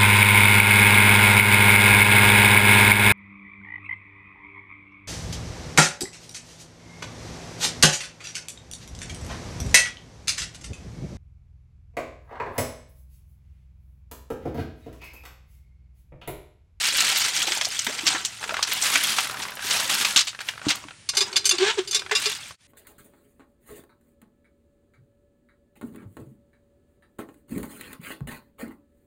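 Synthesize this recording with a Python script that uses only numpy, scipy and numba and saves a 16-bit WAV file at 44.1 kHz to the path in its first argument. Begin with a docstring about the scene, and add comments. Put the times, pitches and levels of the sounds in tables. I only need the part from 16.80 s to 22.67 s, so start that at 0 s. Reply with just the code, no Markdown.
"""A yard with a cast-iron hand pump: water runs over a hand into a metal bucket, which is swilled, emptied
on the ground in two throws and set down. Then the handle is worked, the barrel gulps air and water, and
the spout starts to run again; near the end the level dips briefly. Water is a crowd of damped bubble sines,
the iron and the bucket are banks of decaying modes, and the gulps are a gliding hoot with pulsed noise.
Small drops and glugs, clouds of grains for slaps and rattle, faint reflections and yard noise join them."""
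import sys
import numpy as np
from scipy import signal
from scipy.fft import rfft, irfft, next_fast_len
from scipy.io import wavfile
from numba import njit

SR = 44100
rng = np.random.default_rng(int(sys.argv[2]) if len(sys.argv) > 2 else 0)


def generate_wav(sig):
    """Save sig (samples, or channels by samples) to the path in sys.argv[1] as 16-bit PCM at SR."""
    pcm = np.round(np.clip(np.atleast_2d(sig).T, -1, 1) * 32767).astype(np.int16)
    wavfile.write(sys.argv[1], SR, pcm)


N = 258867
TIME = np.arange(N) / SR
BARREL_HZ = 386.8  # resonance of the air in the barrel


def undb(db):
    """Level to amplitude: 20 dB is a factor of ten."""
    return 10 ** (np.asarray(db) / 20)


def unit(x):
    """Normalise the mean power: scale to rms 1."""
    return x / np.sqrt(np.mean(x ** 2))


def add(out, start_s, x):
    """Superposition: mix x into out from start_s."""
    i = max(int(start_s * SR), 0)
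    out[i:i + len(x)] += x[:N - i]


def colour(x, points):
    """Spectral shaping: weight x by (frequency_hz, level_db) points, joined on a log-frequency axis."""
    hz, db = np.transpose(points)
    size = next_fast_len(len(x) + 512)
    f = np.arange(size // 2 + 1) * SR / size
    gain = undb(np.interp(np.log(f + 1), np.log(hz), db))
    return irfft(rfft(x, size) * gain, size)[:len(x)]


def band(x, low_hz, high_hz, order=2):
    """Butterworth band-pass: a flat passband with smooth skirts."""
    high = min(high_hz, .48 * SR)
    low = min(low_hz, high / 2 ** (1 / 10))
    return signal.sosfilt(signal.butter(order, [low, high], "band", fs=SR, output="sos"), x)


def walk(rate_hz):
    """Slow random modulation: normal knots at rate_hz, joined by straight lines."""
    knots = rng.standard_normal(N // 20)
    return np.interp(TIME * rate_hz, np.arange(len(knots)), knots)


def envelope(t, swell_s, hold_s, sag_db_per_s, release_db_per_s):
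    """Build-up and decay: swell from t = 0, hold while sagging, then die away exponentially."""
    age = t - swell_s
    sag = sag_db_per_s * np.clip(age, 0, hold_s)
    release = release_db_per_s * np.maximum(age - hold_s, 0)
    return np.clip(t / swell_s, 0, 1) * undb(-sag - release)


@njit
def bubbles(start_s, hz, cycles, size, rise):
    """Bubble resonance: damped sines that last so many cycles while their pitch rises by the fraction rise."""
    out = np.zeros(N)
    for k in range(len(start_s)):
        first, n = int(start_s[k] * SR), int(cycles[k] * SR / hz[k]) + 2
        w = 2 * np.pi * hz[k] / SR
        # a complex number turns and shrinks at each sample; glide speeds up its turning
        z, step, glide = size[k] + 0j, np.exp(1j * w - 6 / n), np.exp(1j * w * rise / n)
        for i in range(first, min(first + n, N)):
            z *= step
            step *= glide
            out[i] += z.imag
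    return out


def spatter(count, cycles, spread_db, rise):
    """Random superposition: an even rain of bubbles; positive spread_db makes a few far louder."""
    when, pitch, life, loud, sign = rng.random((count, 5)).T
    hz = 250 + 16500 * pitch ** 2
    length = cycles * (.5 + life)
    # the power of hz balances the crowding of low pitches
    size = undb(-spread_db * np.log(1 - .995 * loud)) * np.sqrt(hz * np.sqrt(hz) / length)
    return unit(bubbles(when * N / SR, hz, length, size * np.sign(sign - .5), rise))


def plinks(count, low_hz, high_hz, cycles, spread_db, rise):
    """Pitched bubble resonance: sparse bubbles; small ones are commoner and ring more cycles."""
    when, pitch, life, loud = rng.random((count, 4)).T
    hz = low_hz * (high_hz / low_hz) ** np.sqrt(pitch)
    length = cycles * (.5 + life) * np.sqrt(hz / low_hz)
    size = undb(-spread_db * np.log(1 - .93 * loud)) * np.sqrt(np.sqrt(hz))
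    return unit(bubbles(when * N / SR, hz, length, size, rise))


def clumps(count, decay_s, spread_db, steady):
    """Shot-noise modulation: each lump of water raises the splashing at once, then its power decays."""
    when, loud = rng.random((count, 2)).T
    kicks = np.zeros(N)
    kicks[(when * N).astype(int)] = undb(-spread_db * np.log(1 - .9 * loud))
    power = signal.lfilter([1], [1, -np.exp(-2 / (decay_s * SR))], kicks ** 2)
    return np.sqrt(abs(steady) + power / power.mean())


def flow():
    """Incoherent addition: the surges' powers sum to the gains of splash, spray, slosh and ringing pool."""
    # surges in turn: spout over the hand, thin stream, bucket swilled, two throws, set down, pump worked:
    # start_s, swell_s, hold_s, drain_db_per_s, splash_db, spray_db, slosh_db, ringing_db (against the splash)
    pour_rows = [(0, 0.0013, .13, 62, -21.5, -35.5, -40.5, -5.5),
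                 (0.127, 0.041, 0.29, 80, -21.5, -35.5, -36.5, -7),
                 (0.525, 0.041, 0.2, 55, -26, -39.5, -39.5, -3.5),
                 (.88, .04, 0.18, 18.5, -33, -47.5, -57, -4), (1.07, 0.039, 0.23, 62, -38.5, -64, -42, -4),
                 (1.249, 0.019, 0.073, 148, -27, -53, -37.5, -1.5),
                 (1.594, 0.038, 0.19, 65, -37.5, -51, -40.5, -4.5),
                 (1.858, 0.026, 0.21, 97, -27, -37.5, -38.5, -9),
                 (1.999, 0.018, 0.38, 130, -22, -31, -33.5, -17),
                 (2.466, 0.036, 0.14, 49, -39.5, -45, -38.5, -5.5),
                 (2.783, .13, 0.38, 123, -21.5, -31.5, -32, -12),
                 (3.591, 0.027, 0.069, 125, -41, -49, -49, -18),
                 (3.811, 0.055, 0.059, 132, -36, -57, -37, -16),
                 (4.322, 0.033, 0.18, 107, -38, -59.5, -41, -7),
                 (4.705, .03, 0.25, 128, -37, -61, -45.5, -7), (5.092, .03, 0.13, 92, -47.5, -62, -52, -5),
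                 (5.326, 0.081, 0.08, 69, -28.5, -42.5, -43.5, -5.5)]
    sag_db_per_s = 6.5  # a surge weakens while it holds
    power = 1e-18  # keeps the gain ratios finite in silence
    for start_s, swell_s, hold_s, drain, splash_db, spray_db, slosh_db, ringing_db in pour_rows:
        surge = envelope(TIME - start_s, swell_s, hold_s, sag_db_per_s, drain)
        gains = undb([splash_db, spray_db, slosh_db, splash_db + ringing_db])
        power = power + np.outer(gains, surge) ** 2
    return np.sqrt(power)


def water():
    """Bubble noise in lumps: slosh, splash and spray are the large, middle and small bubble sizes."""
    # spectrum of the splashing: frequency_hz, level_db
    splash_spectrum = [(150, -0.5), (300, -12), (500, -14), (900, -0.5), (1500, -3), (2200, 0.5), (3300, 3),
                       (5000, -0.5), (7500, -1.5), (9000, 2.5), (11000, -12.5), (15500, -22)]
    splash_gain, spray_gain, slosh_gain, pool_gain = flow()

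    crackle = spatter(count=60000, cycles=4.5, spread_db=-0.5, rise=0.)
    ringing = spatter(count=12000, cycles=71, spread_db=4.0, rise=0.068)
    lumps = clumps(count=900, decay_s=0.013, spread_db=3, steady=0.32)
    grains = colour((crackle + undb(-4.5) * ringing) * lumps, splash_spectrum)
    gurgle = plinks(count=800, low_hz=260, high_hz=1500, cycles=17, spread_db=4.5, rise=.2)
    pool = plinks(count=1200, low_hz=1300, high_hz=9000, cycles=34, spread_db=5.5, rise=.1)

    gurgle_gain = .75 * np.sqrt(pool_gain / splash_gain)  # more gurgle where the water rings more
    slosh = .8 * unit(band(grains, 190, 1400, order=3)) + gurgle_gain * band(gurgle, 170, 4000)
    splash = unit(band(grains, 1312, 8380, order=6))
    spray = unit(band(grains, 10210, 16200, order=5))
    # lone droplets snap on metal and stone
    ticks = unit(band(spatter(count=500, cycles=6, spread_db=3.4, rise=0.), 6500, 16200, order=2))
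    fine = spray + undb(-4) * ticks
    return slosh * slosh_gain + splash * splash_gain + pool * pool_gain + fine * spray_gain


def slaps_and_rattle():
    """Impulsive grain noise: slaps of water, and the knocked bucket's rattle, are short, dense clouds."""
    # slaps of water and rattles of the knocked bucket: start_s, level_db, centre_hz, length_s
    slap_rows = [(0.182, -20.5, 4000, 0.0098), (0.203, -12.5, 5840, 0.0061), (0.356, -20, 3900, 0.058),
                 (0.373, -6, 14000, 0.0015), (0.574, -17.5, 6600, 0.0062), (.617, -17, 3460, 0.0086),
                 (0.669, -21, 3300, 0.02), (0.72, -14, 3540, 0.0059), (0.811, -14.5, 2580, 0.0069),
                 (.848, -16.5, 4740, 0.0081), (.991, -13.5, 5470, 0.0057), (1.045, -20.5, 11500, .003),
                 (1.066, -15.5, 2200, .0076), (1.189, -22, 2950, 0.0083), (1.267, -12, 4240, 0.022),
                 (1.349, -21.5, 1600, 0.019), (1.448, -18, 6300, 0.013), (1.826, -14, 4500, 0.014),
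                 (1.917, -19.5, 2930, .013), (2.021, -17.5, 7000, 0.014), (2.147, -18.5, 2480, 0.014),
                 (2.155, -9.5, 2610, 0.0062), (2.383, -13, 1520, 0.0064), (2.386, -21, 3040, 0.017),
                 (2.619, -27, 3970, 0.026), (2.908, -12, 4150, 0.0038), (3.247, -15, 2880, .015),
                 (3.360, -9, 4100, 0.028), (3.388, -18, 4000, 0.02), (3.408, -17.5, 3900, 0.0095),
                 (3.47, -24.5, 4070, 0.026), (3.604, -28, 2130, 0.017), (3.686, -18, 2480, 0.0092),
                 (3.884, -17.5, 3330, .02), (3.903, -15.5, 3650, 0.016), (3.955, -27, 12000, 0.0045),
                 (5.311, -17.5, 1870, 0.022)]
    out, t = np.zeros(N), TIME[:SR // 6]
    cloud_spectrum = [(250, -9), (700, 5.5), (1500, 6.5), (4000, 6), (8000, 7.5), (10000, -2.0), (16000, -5.0)]
    cloud = colour(spatter(count=30000, cycles=15.5, spread_db=-1.0, rise=0.017), cloud_spectrum)
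    for start_s, level_db, centre_hz, length_s in slap_rows:
        i = int(start_s * SR)
        attack = 1 - np.exp(-t / 0.00097)
        shape = attack * (np.exp(-(t / length_s) ** 2.1) + 0.17 * np.exp(-t / 0.034))
        burst = band(cloud[i:i + len(t)], centre_hz / 1.45, centre_hz * 1.27, order=1) * shape
        add(out, start_s, undb(level_db) * burst * np.std(shape) / np.std(burst))
    return out


def spell(start_s, end_s, level_db, bubble_hz, count):
    """Jittered timing: small drops and bubbles of scattered size, rows of start_s, level_db, bubble_hz."""
    when, loud, pitch = rng.random((count, 3)).T
    times = start_s + (end_s - start_s) * (np.arange(count) + when) / count
    return np.transpose([times, level_db + 6 * (loud - .5), bubble_hz * 2 ** (.5 * (pitch - .5))])


def drops_and_small_glugs():
    """Bubble resonance with a noise onset: each drop or small glug is a tick and a bubble of rising pitch."""
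    # single drops and small rising glugs that stand out: start_s, level_db, bubble_hz (at the start)
    drop_rows = [(1.64, -19.5, 1500), (1.693, -16, 1470), (1.742, -17.5, 1330), (1.768, -17, 1650),
                 (1.792, -21.5, 1060), (2.471, -23, 2020), (2.586, -41, 1770), (2.684, -25.5, 1960),
                 (3.548, -30, 1670), (3.59, -25.5, 1640), (3.778, -29.5, 1364), (3.816, -28, 1380),
                 (4.039, -33.5, 1010), (4.085, -31, 1410), (4.108, -31, 1360), (4.336, -28, 1420),
                 (5.22, -28, 1500), (5.263, -28, 1390), (5.295, -29, 1640), (5.708, -33.5, 1060)]
    # spells of small drops and bubbles as water is swilled or dribbles:
    # start_s, end_s, level_db, bubble_hz (the centre of the scatter)
    spell_rows = [(1.611, 1.881, -26, 1380), (2.451, 2.81, -24.5, 1520), (3.457, 3.868, -35.5, 1430)]
    tick_db = -2.5  # against the bubble's level
    out, t = np.zeros(N), TIME[:SR // 20]
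    drops = np.vstack([drop_rows] + [spell(*row, count=11) for row in spell_rows])
    for start_s, level_db, hz in drops:
        tick = unit(band(rng.standard_normal(len(t)), hz / 2, hz * 2.3, order=2))
        add(out, start_s, undb(level_db + tick_db) * tick * np.exp(-t / 0.0055))
    start_s, level_db, hz = drops.T.copy()
    return out + bubbles(start_s, hz, np.full(len(hz), 28.), undb(level_db), 0.35)


def big_bubbles():
    """Large-bubble resonance: a rising pitch, mostly in the bucket, once as water hits the ground."""
    # big bubbles: start_s, pitch_hz (at the start), level_db (before the band-pass)
    bubble_rows = [(0.676, 328, -30.5), (.682, 813, -20), (0.706, 337, -33), (.772, 830, -22.5),
                   (.817, 635, -31), (.87, 674, -27.5), (1.069, 238, -29), (1.084, 400, -29),
                   (1.098, 566, -28), (1.234, 310, -28.5), (1.277, 643, -31), (1.345, 302, -28),
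                   (1.357, 800, -23.5), (1.722, 616, -21.5), (1.743, 1120, -20), (2.146, 255, -32)]
    start_s, hz, level_db = np.array(bubble_rows, float).T.copy()
    return band(bubbles(start_s, hz, np.full(len(hz), 28.), undb(level_db), 0.47), 150, 2500)


def handle():
    """Modal impact: loose iron chatters at each knock, rings, grates, and shakes the air in the barrel."""
    # knocks of the handle: start_s, level_db, centre_hz, length_s (of the chatter), rod_db (against the
    # pivot), boom_db (of the barrel's air), sing_hz (the mode left singing)
    clank_rows = [(4.289, -19, 5030, 0.013, -4.5, -49.5, 4990), (4.349, -30, 5500, 0.013, -9, -47, 4840),
                  (4.369, -16, 5300, 0.027, -10, -20, 4990), (4.406, -16.5, 3820, 0.026, -5, -14, 4990),
                  (4.528, -27.5, 3120, 0.0079, -9, -24, 4480), (4.558, -18.5, 3950, 0.015, 7, -41, 4480),
                  (4.564, -13, 5060, 0.016, -6.5, -42, 4840), (4.643, -29, 3800, 0.011, -1, -50, 3806),
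                  (4.654, -15.5, 6100, 0.026, -18, -28, 6308), (4.692, -11.5, 6140, 0.01, -14, -41, 4840),
                  (4.709, -15, 4000, 0.017, 3, -25, 3533), (4.783, -19.5, 3140, 0.007, -6, -10, 4690),
                  (5.074, -31, 5650, 0.025, -8, -32, 4990), (5.110, -24, 7400, 0.013, -5.5, -35, 6308),
                  (5.128, -24, 4650, 0.017, 0, -49, 4990), (5.145, -17.5, 5370, 0.031, 3, -24, 3533),
                  (5.192, -26, 3700, 0.0088, -2, -29, 2425), (5.313, -30, 3500, .032, 5, -10, 3533),
                  (5.351, -17, 4460, 0.025, 6, -44, 2753), (5.457, -18.5, 3770, 0.021, -3, -14.5, 3533)]
    # modes of the handle and its pivot: frequency_hz, level_db, t60_s
    pivot_modes = [(1543, -5, 0.086), (2166, -6.5, 0.13), (2440, -7.5, 0.16), (2977, -4.5, .1),
                   (3603, -9, 0.062), (4160, -9, 0.21), (4420, 3.5, 0.04), (4620, -4, 0.09),
                   (4790, -4.5, 0.13), (5400, -10.5, 0.16), (5900, -9.5, 0.11), (6310, 1, 0.061),
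                   (7190, -4.5, 0.076), (7370, -9, 0.17), (8240, -8, 0.18), (8970, -13, 0.19),
                   (8760, -13, 0.055), (9850, -12, 0.13), (10600, -11, 0.1), (11400, -15, 0.13),
                   (12200, -18, .07)]
    # modes of the piston rod and barrel head: frequency_hz, level_db, t60_s
    rod_modes = [(1140, -0.5, 0.24), (2410, -6.5, 0.2), (2760, -4.5, 0.22), (3500, 5, 0.096),
                 (3780, -4, 0.2), (4060, -13.5, 0.072), (4630, -15, 0.12), (4940, -3, 0.25),
                 (5460, -7.5, 0.16), (5780, -8.5, 0.25), (6880, -3.5, 0.12), (7300, -14, 0.11),
                 (7600, -6, .12), (9220, -3.5, .09), (10100, -15, 0.15)]
    out, t = np.zeros(N), TIME[:SR // 3]
    hz, mode_db, t60 = np.transpose(pivot_modes + rod_modes)[:, :, None]
    is_rod = (np.arange(len(hz)) >= len(pivot_modes))[:, None]
    attack = 1 - np.exp(-t / .001)
    for start_s, level_db, centre_hz, length_s, rod_db, boom_db, sing_hz in clank_rows:
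        strength, detune, phase = rng.standard_normal((3, len(hz), 1))
        # where the blow lands decides which modes speak; the load on the joint shifts them slightly
        distance_db = 4 * np.log2(hz / centre_hz) ** 2
        weight = undb(mode_db + rod_db * is_rod - distance_db + 3 * strength)
        pitch = hz * (1 + .002 * detune)
        modes = np.sin(2 * np.pi * (pitch * t + phase)) * np.exp(-np.log(1000) * t / t60)

        # chatter feeds each mode unevenly; then the parts press together and choke the ring
        chatter = unit(band(rng.standard_normal(modes.shape), 25, 220, order=1))
        growth = np.exp(np.minimum(t, length_s) / .03)
        feed = np.exp(-(t / (1.2 * length_s)) ** 4) * (growth + .45 * chatter)
        tone = (weight * modes * (.6 + feed)).sum(0)
        tone /= np.sqrt(np.mean(tone[:int(length_s * SR)] ** 2))

        contact = np.exp(-(t / length_s) ** 4) + .06 * np.exp(-t / 0.041)
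        rub = band(rng.standard_normal(len(t)), centre_hz / 4.04, centre_hz * 1.37, order=2)
        grate = unit(rub) * contact
        # the one mode that the joint does not choke
        sing = undb(-7) * np.sin(2 * np.pi * sing_hz * t) * np.exp(-t / 0.023)
        iron = tone + sing + grate * undb(-9.5)

        boom = np.sin(2 * np.pi * BARREL_HZ * (1 + 0.05 * detune[0]) * t)
        boom = boom * (1 - np.exp(-(t / 0.012) ** 2)) * np.exp(-t / 0.012)
        add(out, start_s, undb(level_db) * iron * attack + undb(boom_db) * boom)
    return out


def gulp():
    """Cavity resonance: air sucked past the wet piston hoots, beats with the barrel and sputters each cycle."""
    # gulps: start_s, swell_s, hold_s, pitch_hz (at the start), glide_hz_per_s, hoot_db, sputter_db
    gulp_rows = [(4.724, 0.016, 0.016, 366, -600, -27, -29),
                 (4.79, 0.021, 0.099, 339, 1000.5, -12.5, -19.5),
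                 (4.971, 0.0181, 0.0057, 465, -4200, -14, -20)]
    sag_db_per_s, release_db_per_s = 10, 801
    flood_s = 0.073  # water fills the cavity: the hoot chokes and the sputter takes over
    overtone_db = [-9, -11, -9, -14, -14]  # second harmonic upwards
    hiss_spectrum = [(400, -21.5), (1050, -0.5), (1330, -8.0), (1560, 3.5), (1850, -3), (3400, 3),
                     (5000, -6), (8000, -10.5), (10000, -28.5), (16000, -45)]
    out, t = np.zeros(N), TIME[:SR // 4]

    def waver(rate_hz):
        """Random modulation over one gulp."""
        return walk(rate_hz)[:len(t)]

    for start_s, swell_s, hold_s, start_hz, glide, hoot_db, sputter_db in gulp_rows:
        hz = start_hz + glide * np.minimum(t, swell_s + hold_s)
        phase = 2 * np.pi * np.cumsum(hz * (1 + 0.013 * waver(118))) / SR
        air = np.exp(-(t / flood_s) ** 2)
        beat = .5 * (1 - air) * np.sin(2 * np.pi * BARREL_HZ * t)
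        hoot = (np.sin(phase) + beat) * air * undb(hoot_db + 2 * (2 - air) * waver(91))

        overtones = np.zeros(len(t))
        for k, db in enumerate(overtone_db, 2):
            overtones += undb(db + 3 * waver(70)) * np.sin(k * phase)
        hiss = colour(rng.standard_normal(len(t)), hiss_spectrum)
        sputter = unit(hiss * (1 + .5 * np.cos(phase))) * undb(1.3 * waver(150))
        wet = undb(sputter_db) * (1 - 0.53 * air) * (sputter + overtones)
        shape = envelope(t, swell_s, hold_s, sag_db_per_s, release_db_per_s)
        add(out, start_s, (hoot + wet) * shape)
    return out


def ring(modes, t, stretch=1):
    """Free modal vibration: one row of damped sine for each mode, its t60 multiplied by stretch."""
    hz, db, t60 = np.transpose(modes)[:, :, None]
    return undb(db) * np.sin(2 * np.pi * hz * t) * np.exp(-np.log(1000) * t / (t60 * stretch))


def bucket():
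    """Damped plate modes: the wet bucket's bottom gives a dull, short boom."""
    # the bottom is bumped and set down: start_s, level_db, stretch (factor on the t60)
    thump_rows = [(3.361, -25.5, 0.32), (3.867, -12.5, 1.23), (4.051, -34.5, 1.2)]
    # modes of the bottom: frequency_hz, level_db, t60_s (before the stretch)
    bottom_modes = [(136, -1, 0.09), (214, 0, 0.044), (294, 11, 0.063), (442, -37, .04)]
    out = np.zeros(N)
    for start_s, level_db, stretch in thump_rows:
        boom = band(ring(bottom_modes, TIME[:SR // 4], stretch).sum(0), 86.4, 900)
        add(out, start_s, undb(level_db) * boom / abs(boom).max())
    return out


def murmur():
    """Noise-driven resonance: water stirring in the barrel keeps its air faintly sounding."""
    # while the piston moves: start_s, end_s, level_db
    start_s, end_s, level_db = (4.36, 5.3, -48.5)
    air = unit(band(rng.standard_normal(N), BARREL_HZ / 1.115, BARREL_HZ * 1.08, order=2))
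    return undb(level_db) * air * envelope(TIME - start_s, .04, end_s - start_s, 3, 120)


def yard():
    """Shaped broadband noise: soft outdoor air that wavers a little, with a thin high hiss in it."""
    # spectrum of the quiet yard: frequency_hz, level_db
    yard_spectrum = [(25, -37.5), (50, -5.5), (120, 4), (175, -5.5), (420, -15.5), (1000, -17.5),
                     (2300, -10.5), (8300, -17), (9500, -12.5), (10300, -23), (12000, -57)]
    level_db = -49.5 + 0.92 * walk(3.4)
    return unit(colour(rng.standard_normal(N), yard_spectrum)) * undb(level_db)


def reflections(dry):
    """Diffuse reflection: convolution with decaying noise, for the ground and the woven fence."""
    t = TIME[:SR // 3]
    decay = np.exp(-np.log(1000) * t / 0.15) * (t > .005)
    echo = band(rng.standard_normal(len(t)), 220, 5800, order=1) * decay
    return signal.fftconvolve(dry, echo / np.sqrt(np.sum(echo ** 2)))[:N]


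def scene():
    """Superposition of all sources, their faint reflections and the yard, under one level curve."""
    # the level is steady up to the first point, then dips briefly near the end: time_s, level_db
    level_points = [(5.72, -4), (5.75, -13.5), (5.77, -40), (5.81, -15), (5.87, -10)]
    wet_sources = water() + slaps_and_rattle() + drops_and_small_glugs() + big_bubbles()
    dry = wet_sources + handle() + gulp() + bucket() + murmur()
    mix = dry + undb(-17.0) * reflections(dry) + yard()
    point_s, point_db = np.transpose(level_points)
    return (mix * undb(np.interp(TIME, point_s, point_db)))[None]


def record(dry):
    """Saturation and band-limiting: the microphone rounds the highest peaks; the top is cut."""
    gain_db, top_hz = 1.1, 15800
    heard = np.tanh(0.85 * dry * undb(gain_db)) / 0.75
    return signal.sosfilt(signal.ellip(10, .2, 80, top_hz, fs=SR, output="sos"), heard)


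dry = scene()
out = record(dry)
generate_wav(out)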